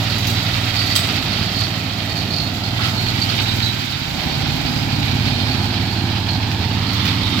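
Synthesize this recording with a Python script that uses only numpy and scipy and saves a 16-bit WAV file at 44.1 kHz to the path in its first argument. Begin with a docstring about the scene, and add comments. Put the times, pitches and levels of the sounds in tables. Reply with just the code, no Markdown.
"""Power trowel on a concrete yard.

A ride-on trowel circles a few metres away. Its V-twin petrol engine throbs through a muffler, sags once as the
throttle shuts and blows harder as it picks up; walls and slab throw the sound back. The steel blades hiss and
sing on the concrete, squeal in short stick-slip bouts, dig in now and then, and crunch on grit."""
import sys
import numpy as np
from scipy import signal
from scipy.fft import rfft, irfft
from scipy.io import wavfile
from scipy.ndimage import uniform_filter1d, map_coordinates

SR = 44100
rng = np.random.default_rng(int(sys.argv[2]) if len(sys.argv) > 2 else 0)


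def store_pcm(level_fs):
    """Save levels as 16-bit WAV."""
    pcm = np.round(np.clip(level_fs, -1, 1) * 32767).astype(np.int16)
    wavfile.write(sys.argv[1], SR, np.atleast_2d(pcm).T)


N = 326340
TIME = np.arange(N) / SR
HZ = np.fft.rfftfreq(N, 1 / SR)


def amp(db):
    """Decibels to gain."""
    return 10 ** (np.asarray(db) / 20)


def unit(x):
    """Scale to rms 1."""
    return x / np.sqrt(np.mean(x ** 2) + 1e-20)


def steady(x, size=13000):
    """Scale to running rms 1; the throb stays."""
    return x / np.sqrt(uniform_filter1d(uniform_filter1d(x ** 2, size), size // 2) + 1e-20)


def curves(rows):
    """Table columns interpolated over time."""
    times_s, *columns = np.transpose(rows)
    return [np.interp(TIME, times_s, column) for column in columns]


def lookup(rows, hz):
    """Table interpolated over log frequency."""
    row_hz, values = np.transpose(rows)
    return np.interp(np.log(hz + 1), np.log(row_hz + 1), values)


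def swells_db(rows):
    """Sum of bell-shaped swells."""
    return sum(db * np.exp(-((TIME - peak_s) / width_s) ** 2) for peak_s, width_s, db in rows)


def noise():
    """Two independent white noises."""
    return rng.standard_normal((2, N))


def wander(hz):
    """Random drift of rms 1, up to about hz."""
    return unit(irfft(rfft(rng.standard_normal(N)) * np.exp(-(HZ / hz) ** 2) * (HZ > 0), N))


def delayed(x, ms):
    """Fixed or moving path delay."""
    return map_coordinates(x, [(TIME - ms / 1000) * SR], order=3, mode="mirror")


def ring(x, spectrum, size=8192):
    """Minimum-phase filter: each pulse starts sharply and rings on."""
    log_gain = np.log(amp(lookup(spectrum, abs(np.fft.fftfreq(size, 1 / SR)))))
    response = np.fft.ifft(np.exp(np.conj(signal.hilbert(log_gain)))).real
    return signal.oaconvolve(x, response[:size // 2])[:N]


def resonate(x, hz, width_hz):
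    """Unity-gain resonance following the curve hz."""
    carrier = np.exp(2j * np.pi * np.cumsum(hz) / SR)
    radius = np.exp(-np.pi * width_hz / SR)
    return 2 * (carrier * signal.lfilter([1 - radius], [1, -radius], x / carrier)).real


def add(mix, start_s, sound):
    """Mix in a stereo sound."""
    part = mix[:, max(round(start_s * SR), 0):][:, :sound.shape[1]]
    part += sound[:, :part.shape[1]]


# Left-right likeness in the open yard: (frequency [Hz], coherence [0..1])
YARD_COHERENCE = [(100, 0.94), (300, 0.93), (480, 0.57), (750, 0.91), (1100, 0.06), (2500, 0.34),
                  (5000, 0.039), (15000, 0.04)]

def in_yard(drive, spectrum):
    """Two independent drives, coloured and made partly coherent; rms 1."""
    a, b = rfft(drive)
    coherence = np.clip(lookup(YARD_COHERENCE, HZ), 0, 1)
    mid, side = a * np.sqrt(1 + coherence), b * np.sqrt(1 - coherence)
    return unit(irfft(np.array([mid + side, mid - side]) * amp(lookup(spectrum, HZ)), N))


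def firings(cycles, first_db=-3, spread_db=0.4, jitter_cycles=0.0017):
    """A 90 degree V-twin fires 270 and 450 crank degrees apart, never twice alike."""
    phase = cycles + jitter_cycles * wander(25)
    pulses = np.zeros(N)
    for offset, db in ((0, first_db), (270 / 720, 0)):
        fired = np.flatnonzero(np.diff(np.floor(phase - offset)) > 0)
        pulses[fired] += amp(db - spread_db * rng.standard_normal(N)[fired])
    return pulses


# Muffler response: (frequency [Hz], relative gain [dB])
MUFFLER_RESPONSE = [(20, -33), (36, -20), (55, -15.5), (75, -3.5), (100, 2), (118, 6), (150, 6.5),
                    (200, -7.5), (250, -8.5), (330, -25.5), (450, -25.5), (900, -42), (2500, -62)]
# Brief swells of the boom: (peak time [s], width [s], rise [dB])
BOOM_SURGES = [(1.42, 0.039, 6.5), (1.62, 0.051, 7.5)]

def exhaust(pulses, boom_db, bark_db, wall_ms, ground_ms=3.56, split_hz=132, bark_trim_db=-2):
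    """Firings ring the muffler: low boom, higher bark. Wall and ground echoes comb the engine orders."""
    pipe = -ring(pulses, MUFFLER_RESPONSE)
    combed = pipe + 0.35 * delayed(pipe, wall_ms) + 0.68 * delayed(pipe, ground_ms)
    boom = irfft(rfft(combed) / (1 + (HZ / split_hz) ** 20), N)
    bark = amp(bark_db + bark_trim_db) * steady(combed - boom)
    return amp(boom_db + swells_db(BOOM_SURGES)) * steady(boom) + bark


def puffs(pulses, decay_s, floor):
    """Turbulence flares at each firing and decays towards a floor."""
    flare = signal.lfilter([1], [1, -np.exp(-1 / (decay_s * SR))], pulses)
    return noise() * (floor + flare)


# Exhaust gas noise: (frequency [Hz], relative density [dB])
GAS_SPECTRUM = [(25, -36), (50, -5.5), (90, -0.5), (160, -0.5), (260, -2.5), (330, -7.5), (430, -14),
                (600, -37), (1500, -81)]

def gas_rush(pulses):
    """Gas leaves the muffler in overlapping puffs."""
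    return in_yard(puffs(pulses, decay_s=0.077, floor=1), GAS_SPECTRUM)


# Crankcase response: (frequency [Hz], relative gain [dB])
CRANKCASE_RESPONSE = [(250, -16), (480, -3.5), (650, -0.5), (800, 1), (1000, -3), (1400, -8.5),
                      (2500, -26.5), (6000, -46)]

def crankcase(pulses, cycles, slab_ms, points=2401):
    """Gears and valves repeat one rattle per cycle over noise; the slab echo lifts a moving band."""
    rattle = np.interp(cycles % 1, np.linspace(0, 1, points), rng.standard_normal(points))
    body = 0.69 * unit(ring(rattle, CRANKCASE_RESPONSE))
    body = body + in_yard(puffs(pulses, decay_s=0.0042, floor=2.6), CRANKCASE_RESPONSE)
    band_hz = 1.024 * 1000 / slab_ms
    return unit(body + 1.7 * resonate(body, band_hz, width_hz=260))


# Tones of block and fan: (order [x cycle rate], relative level [dB])
ENGINE_ORDERS = [(13, -37), (14, -39), (16, -39), (19, -41), (49, -48), (50, -46)]

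def growl(cycles, waver_db=4.0, drift_rad=0.84):
    """Clean engine orders waver as the machine moves between the walls."""
    out = np.zeros(N)
    for order, db in ENGINE_ORDERS:
        peak = np.sqrt(2) * amp(db + waver_db * wander(0.87))
        out += peak * np.sin(2 * np.pi * order * cycles + drift_rad * wander(10.4))
    return out


# Cooling air: (frequency [Hz], relative density [dB])
FAN_SPECTRUM = [(400, -16.5), (700, -1), (1300, -1.5), (2400, -3), (3500, -2), (4500, 1), (6000, -22),
                (9000, -52)]

def fan(slab_ms, echo_gain=0.82):
    """Cooling air rushes; the slab echo combs it into gliding bands."""
    air = in_yard(noise(), FAN_SPECTRUM)
    return unit(air + echo_gain * np.array([delayed(side, slab_ms) for side in air]))


# Engine speed: (time [s], four-stroke cycle rate [Hz])
CYCLE_RATE = [(0.0, 19.661), (1.3, 19.159), (1.59, 19.418), (1.98, 18.678), (2.42, 18.707), (3.04, 19.904),
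              (3.45, 20.08), (3.74, 19.653), (4.01, 16.337), (4.2, 16.423), (4.41, 18.001), (4.83, 18.216),
              (5.34, 17.504), (5.61, 18.279), (5.91, 18.286), (6.15, 17.726), (7.4, 18.054)]
# Exhaust strength: (time [s], relative boom [dB], relative bark [dB])
EXHAUST_LEVELS = [(0, -21.5, -26.5), (.8, -23, -29), (1.15, -27.5, -25.5), (2, -28, -29), (2.3, -27, -26),
                  (2.6, -26.5, -28), (2.9, -23, -27), (3.68, -23.5, -28.5), (3.85, -31.5, -31),
                  (4.05, -30, -31), (4.3, -29, -25.3), (5.1, -21.5, -24), (6, -22, -26), (7.4, -21.5, -24)]

def engine(wall_ms, slab_ms, facing_db, smooth_s=0.24, cruise_boom_db=-25, cruise_bark_db=-26):
    """V-twin drone and clatter. On pickup the throttle opens and firings give way to rushing gas."""
    cycle_hz, = curves(CYCLE_RATE)
    cycles = np.cumsum(cycle_hz) / SR
    pickup_hz_per_s = uniform_filter1d(np.gradient(cycle_hz, TIME), int(smooth_s * SR))
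    throttle_db = 2.1 + 0.22 * pickup_hz_per_s
    boom_db, bark_db = curves(EXHAUST_LEVELS)
    boom_rise_db, bark_rise_db = boom_db - cruise_boom_db, bark_db - cruise_bark_db
    effort_db = 0.057 * boom_rise_db + 0.36 * bark_rise_db + 0.4 * pickup_hz_per_s + throttle_db / 2
    pulses = firings(cycles)
    drone = exhaust(pulses, boom_db - throttle_db / 2, bark_db - throttle_db, wall_ms)
    drone = drone + amp(bark_db + throttle_db - 3.5) * gas_rush(pulses)
    clatter = amp(effort_db - 36) * crankcase(pulses, cycles, slab_ms)
    drone += amp(facing_db - 1) * growl(cycles)
    drone += amp(0.17 * boom_rise_db - 31.5) * fan(slab_ms)
    return drone, clatter


def rubbing(grains_per_s, size_db, grain_gain, flutter_db):
    """Countless tiny slips plus coarser grains, under fluttering blade pressure."""
    sizes = amp(size_db * np.minimum(rng.exponential(1, (2, N)), 4))
    grains = unit(noise() * sizes * (rng.random((2, N)) < grains_per_s / SR))
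    return (noise() + grain_gain * grains) * amp(flutter_db * wander(35))


# Steel on concrete: (frequency [Hz], relative density [dB])
SCRAPE_SPECTRUM = [(400, -8), (1000, -6.5), (1400, 0.5), (1750, -1), (2300, 3.5), (3400, 3.5), (4400, 3),
                   (5000, 0), (6000, -10), (7000, -46), (8100, -46), (8800, -101), (16000, -63)]

def scrape():
    """Blades rub the slab with a coarse hiss."""
    friction = rubbing(grains_per_s=900, size_db=5.5, grain_gain=0.4, flutter_db=1.58)
    return in_yard(friction, SCRAPE_SPECTRUM)


# Blade resonances: (frequency [Hz], bandwidth [Hz], relative level [dB])
BLADE_MODES = [(1302, 103, 6.5), (1700, 97, -10), (1950, 84, 7.5), (2282, 24, -3.5), (2450, 19, -4),
               (3183, 39, 8.5), (3515, 15, 2.5), (3710, 18, 10), (3932, 3, 8.5), (4300, 16, 9.5),
               (4570, 14, 5), (4800, 21, -7), (4970, 40, 9.5), (7560, 31, -6), (7830, 54, 6),
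               (8180, 37, 4.5), (10200, 40, -8)]

def steel(drive, weights):
    """Blade modes ring, each by its weight."""
    out = np.zeros_like(drive)
    for (hz, width_hz, db), weight in zip(BLADE_MODES, weights):
        pole = np.exp((2j * np.pi * hz - np.pi * width_hz) / SR)
        out += weight * amp(db) * np.sqrt(width_hz) * signal.lfilter([1], [1, -pole], drive).real
    return out


def singing(cutoff_hz=4800, waver_db=3.5):
    """Steady rubbing keeps the blade modes ringing, now one, now another."""
    weights = [amp(waver_db * wander(3.3)) / (1 + (hz / cutoff_hz) ** 6) for hz, _, _ in BLADE_MODES]
    return unit(steel(noise(), weights))


# Fine sand: (frequency [Hz], relative density [dB])
SAND_SPECTRUM = [(4000, 8.5), (6500, 9.5), (8000, 6.5), (8700, -33), (10000, -2.5), (11500, 5), (13000, 3),
                 (14500, 6), (16000, -4)]

def sand():
    """Fine sand sizzles under the blades."""
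    friction = rubbing(grains_per_s=1800, size_db=2, grain_gain=0.8, flutter_db=1.5)
    return in_yard(friction, SAND_SPECTRUM)


# Blade contact: (time [s], relative scrape [dB], relative sand [dB])
BLADE_LEVELS = [(0, -28.5, -39.5), (.93, -26, -36.5), (1.9, -31, -42), (2.55, -32.5, -42),
                (3.45, -26, -37.5), (4, -31, -40.5), (4.95, -29.5, -40), (5.35, -28, -42.5),
                (6.3, -32, -44), (6.85, -30, -44), (7.1, -28, -43), (7.4, -29.5, -42)]
# A blade digs in: (peak time [s], width [s], rise [dB])
BLADE_DIGS = [(1.35, 0.1, 2.5), (2.86, 0.044, 8), (3.32, 0.018, 2), (4.3, 0.14, 3), (7.08, 0.045, 4)]

def blades():
    """Blades sweep the slab; digging in lifts scrape and singing together."""
    scrape_db, sand_db = curves(BLADE_LEVELS)
    contact = amp(scrape_db + swells_db(BLADE_DIGS))
    return contact * (amp(2.5) * scrape() + amp(-4.5) * singing()) + amp(sand_db + 3) * sand()


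def chirps(count=14, length_s=0.03, relative_db=-30.5, spread_db=2, hz=4470):
    """Rows of faint, short squeals, one at random in each equal time slot."""
    slot_s = TIME[-1] / count
    return [((slot + when) * slot_s, length_s, relative_db + spread_db * (2 * size - 1), hz)
            for slot, (when, size) in enumerate(rng.random((count, 2)))]


# Stick-slip bouts: (start [s], length [s], relative level [dB], centre [Hz])
SQUEAL_BOUTS = [(0.097, .057, -27.5, 4480), (0.759, 0.18, -23.5, 4480), (1.305, .19, -31, 4540),
                (1.558, 0.1, -26, 4520), (1.803, 0.4, -37.5, 2430), (2.153, 0.059, -29.5, 4500),
                (2.304, 0.17, -25.5, 4410), (2.79, 0.066, -27, 1300), (2.977, 0.12, -25.5, 4350),
                (3.215, .025, -21.5, 4470), (3.29, 0.016, -24, 4440), (3.437, .1, -28, 3960),
                (3.625, .09, -24, 4030), (4.501, 0.047, -31, 4240), (4.8, 0.75, -36, 2360),
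                (5.248, 0.75, -35, 4320), (6.286, 0.047, -28, 4250), (6.953, .15, -28.5, 3470),
                (7.228, .17, -28, 3670)]

def squeals(reach_hz=170, rasp_width_hz=900, slips_per_s=20, slip_decay_s=0.016, tail_s=0.014):
    """Each slip rasps and feeds the modes near one pitch; they die when the blade frees itself."""
    out = np.zeros((2, N))
    for start_s, length_s, db, centre_hz in SQUEAL_BOUTS + chirps():
        n = int((length_s + 6 * tail_s) * SR)
        t = np.arange(n) / SR
        weights = [1 / (1 + abs((hz - centre_hz) / reach_hz) ** 3) for hz, _, _ in BLADE_MODES]
        modes = steel(rng.standard_normal((2, 2 * n)), weights)[:, n:]  # skip the build-up
        slips = (rng.random(n) < slips_per_s / SR) * (t < length_s)
        last_slip_s = np.maximum.accumulate(t * slips)
        grip = np.exp(-(t - last_slip_s) / slip_decay_s)
        rasp = rng.standard_normal((2, n))
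        for _ in range(2):
            rasp = resonate(rasp, np.full(n, float(centre_hz)), rasp_width_hz)
        tone = unit(modes) + 0.86 * grip * unit(rasp)
        tone /= np.sqrt(uniform_filter1d(tone ** 2, 1000, axis=1) + 1e-20)
        attack = 1 - np.exp(-t / (0.018 * length_s))
        release = np.exp(-np.maximum(t - length_s, 0) / tail_s)
        add(out, start_s, amp(db - 1) * tone * attack * release * (0.72 + grip))
    return out


# Grit under a blade: (time [s], crunch [dB], steel ring [dB])
GRIT_HITS = [(0.181, -26, -38), (0.27, -21, -38), (.301, -31, -28), (0.954, -20, -20), (0.961, -24, -12.5),
             (1.045, -44, -47), (3.56, -29, -42), (6.931, -29, -45), (7.052, -27.5, -41)]
# Cracking grain: (frequency [Hz], relative density [dB])
CRUNCH_SPECTRUM = [(1000, -33), (2500, 6), (4000, 7), (6000, 3.5), (8000, -7), (9000, -21), (11000, -2.5),
                   (15500, -1.5)]

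def grit(crunch_decay_s=0.028, strike_decay_s=0.0048, echo_gain=0.3, echo_decay_s=0.059):
    """A crushed grain crackles and strikes the blade; the yard answers."""
    crunch, strike = np.zeros(N), np.zeros(N)
    for start_s, crunch_db, ring_db in GRIT_HITS:
        started = TIME > start_s
        age_s = np.maximum(TIME - start_s, 0)
        echo = echo_gain * np.exp(-age_s / echo_decay_s)
        crunch += amp(crunch_db) * started * np.exp(-age_s / crunch_decay_s)
        strike += amp(ring_db) * started * (np.exp(-age_s / strike_decay_s) + echo)
    bright = [hz / (hz + 3000) for hz, _, _ in BLADE_MODES]
    return crunch * in_yard(noise(), CRUNCH_SPECTRUM) + strike * unit(steel(noise(), bright))


# Machine path: (time [s], wall echo [ms], slab echo [ms], left mic lead [ms],
# relative gain from the engine's open side facing the mics [dB])
MACHINE_PATH = [(0, 10.2, 1.52, 0, -5), (2.3, 10.9, 1.6, .03, -13), (3, 9.3, 1.3, .25, -8),
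                (3.6, 9.3, 1.28, .5, -6), (4.2, 6.2, 1.3, .5, -1), (4.7, 6.6, 1.27, .5, -1),
                (5.1, 8.4, 1.25, .33, -.5), (5.75, 9.35, 1.25, .05, -4), (6.6, 10, 1.2, .02, -2),
                (6.95, 10.2, .92, .02, 0), (7.4, 10.6, .9, .02, 2)]

def scene():
    """Engine and blades; the machine's position sets echo delays and the left microphone's lead."""
    wall_ms, slab_ms, lead_ms, facing_db = curves(MACHINE_PATH)
    drone, clatter = engine(wall_ms, slab_ms, facing_db)
    left, right = drone + blades() + grit() + squeals()
    return np.array([left, delayed(right, lead_ms)]) + clatter


# Microphone imbalance: (frequency [Hz], left minus right [dB])
MIC_BALANCE = [(100, -3.5), (300, -4.5), (650, -2.5), (950, -8), (1300, -4.5), (2000, -6.5), (3000, -10),
               (4400, -14), (5500, -4), (6500, 16), (8000, 12), (9200, 5.5), (11000, -2), (14500, 15)]

def record(dry, cutoff_hz=16000):
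    """Right microphone louder but dull, left faint but airy; then a low-pass."""
    ratio = amp(lookup(MIC_BALANCE, HZ))
    gains = 2 * np.array([ratio, np.ones_like(ratio)]) / (1 + ratio)
    coloured = irfft(rfft(dry) * gains, N)
    lowpass = signal.firwin(511, cutoff_hz, window=("kaiser", 9), fs=SR)
    return signal.oaconvolve(coloured, lowpass[None], "same")


dry = scene()
out = record(dry)
store_pcm(out)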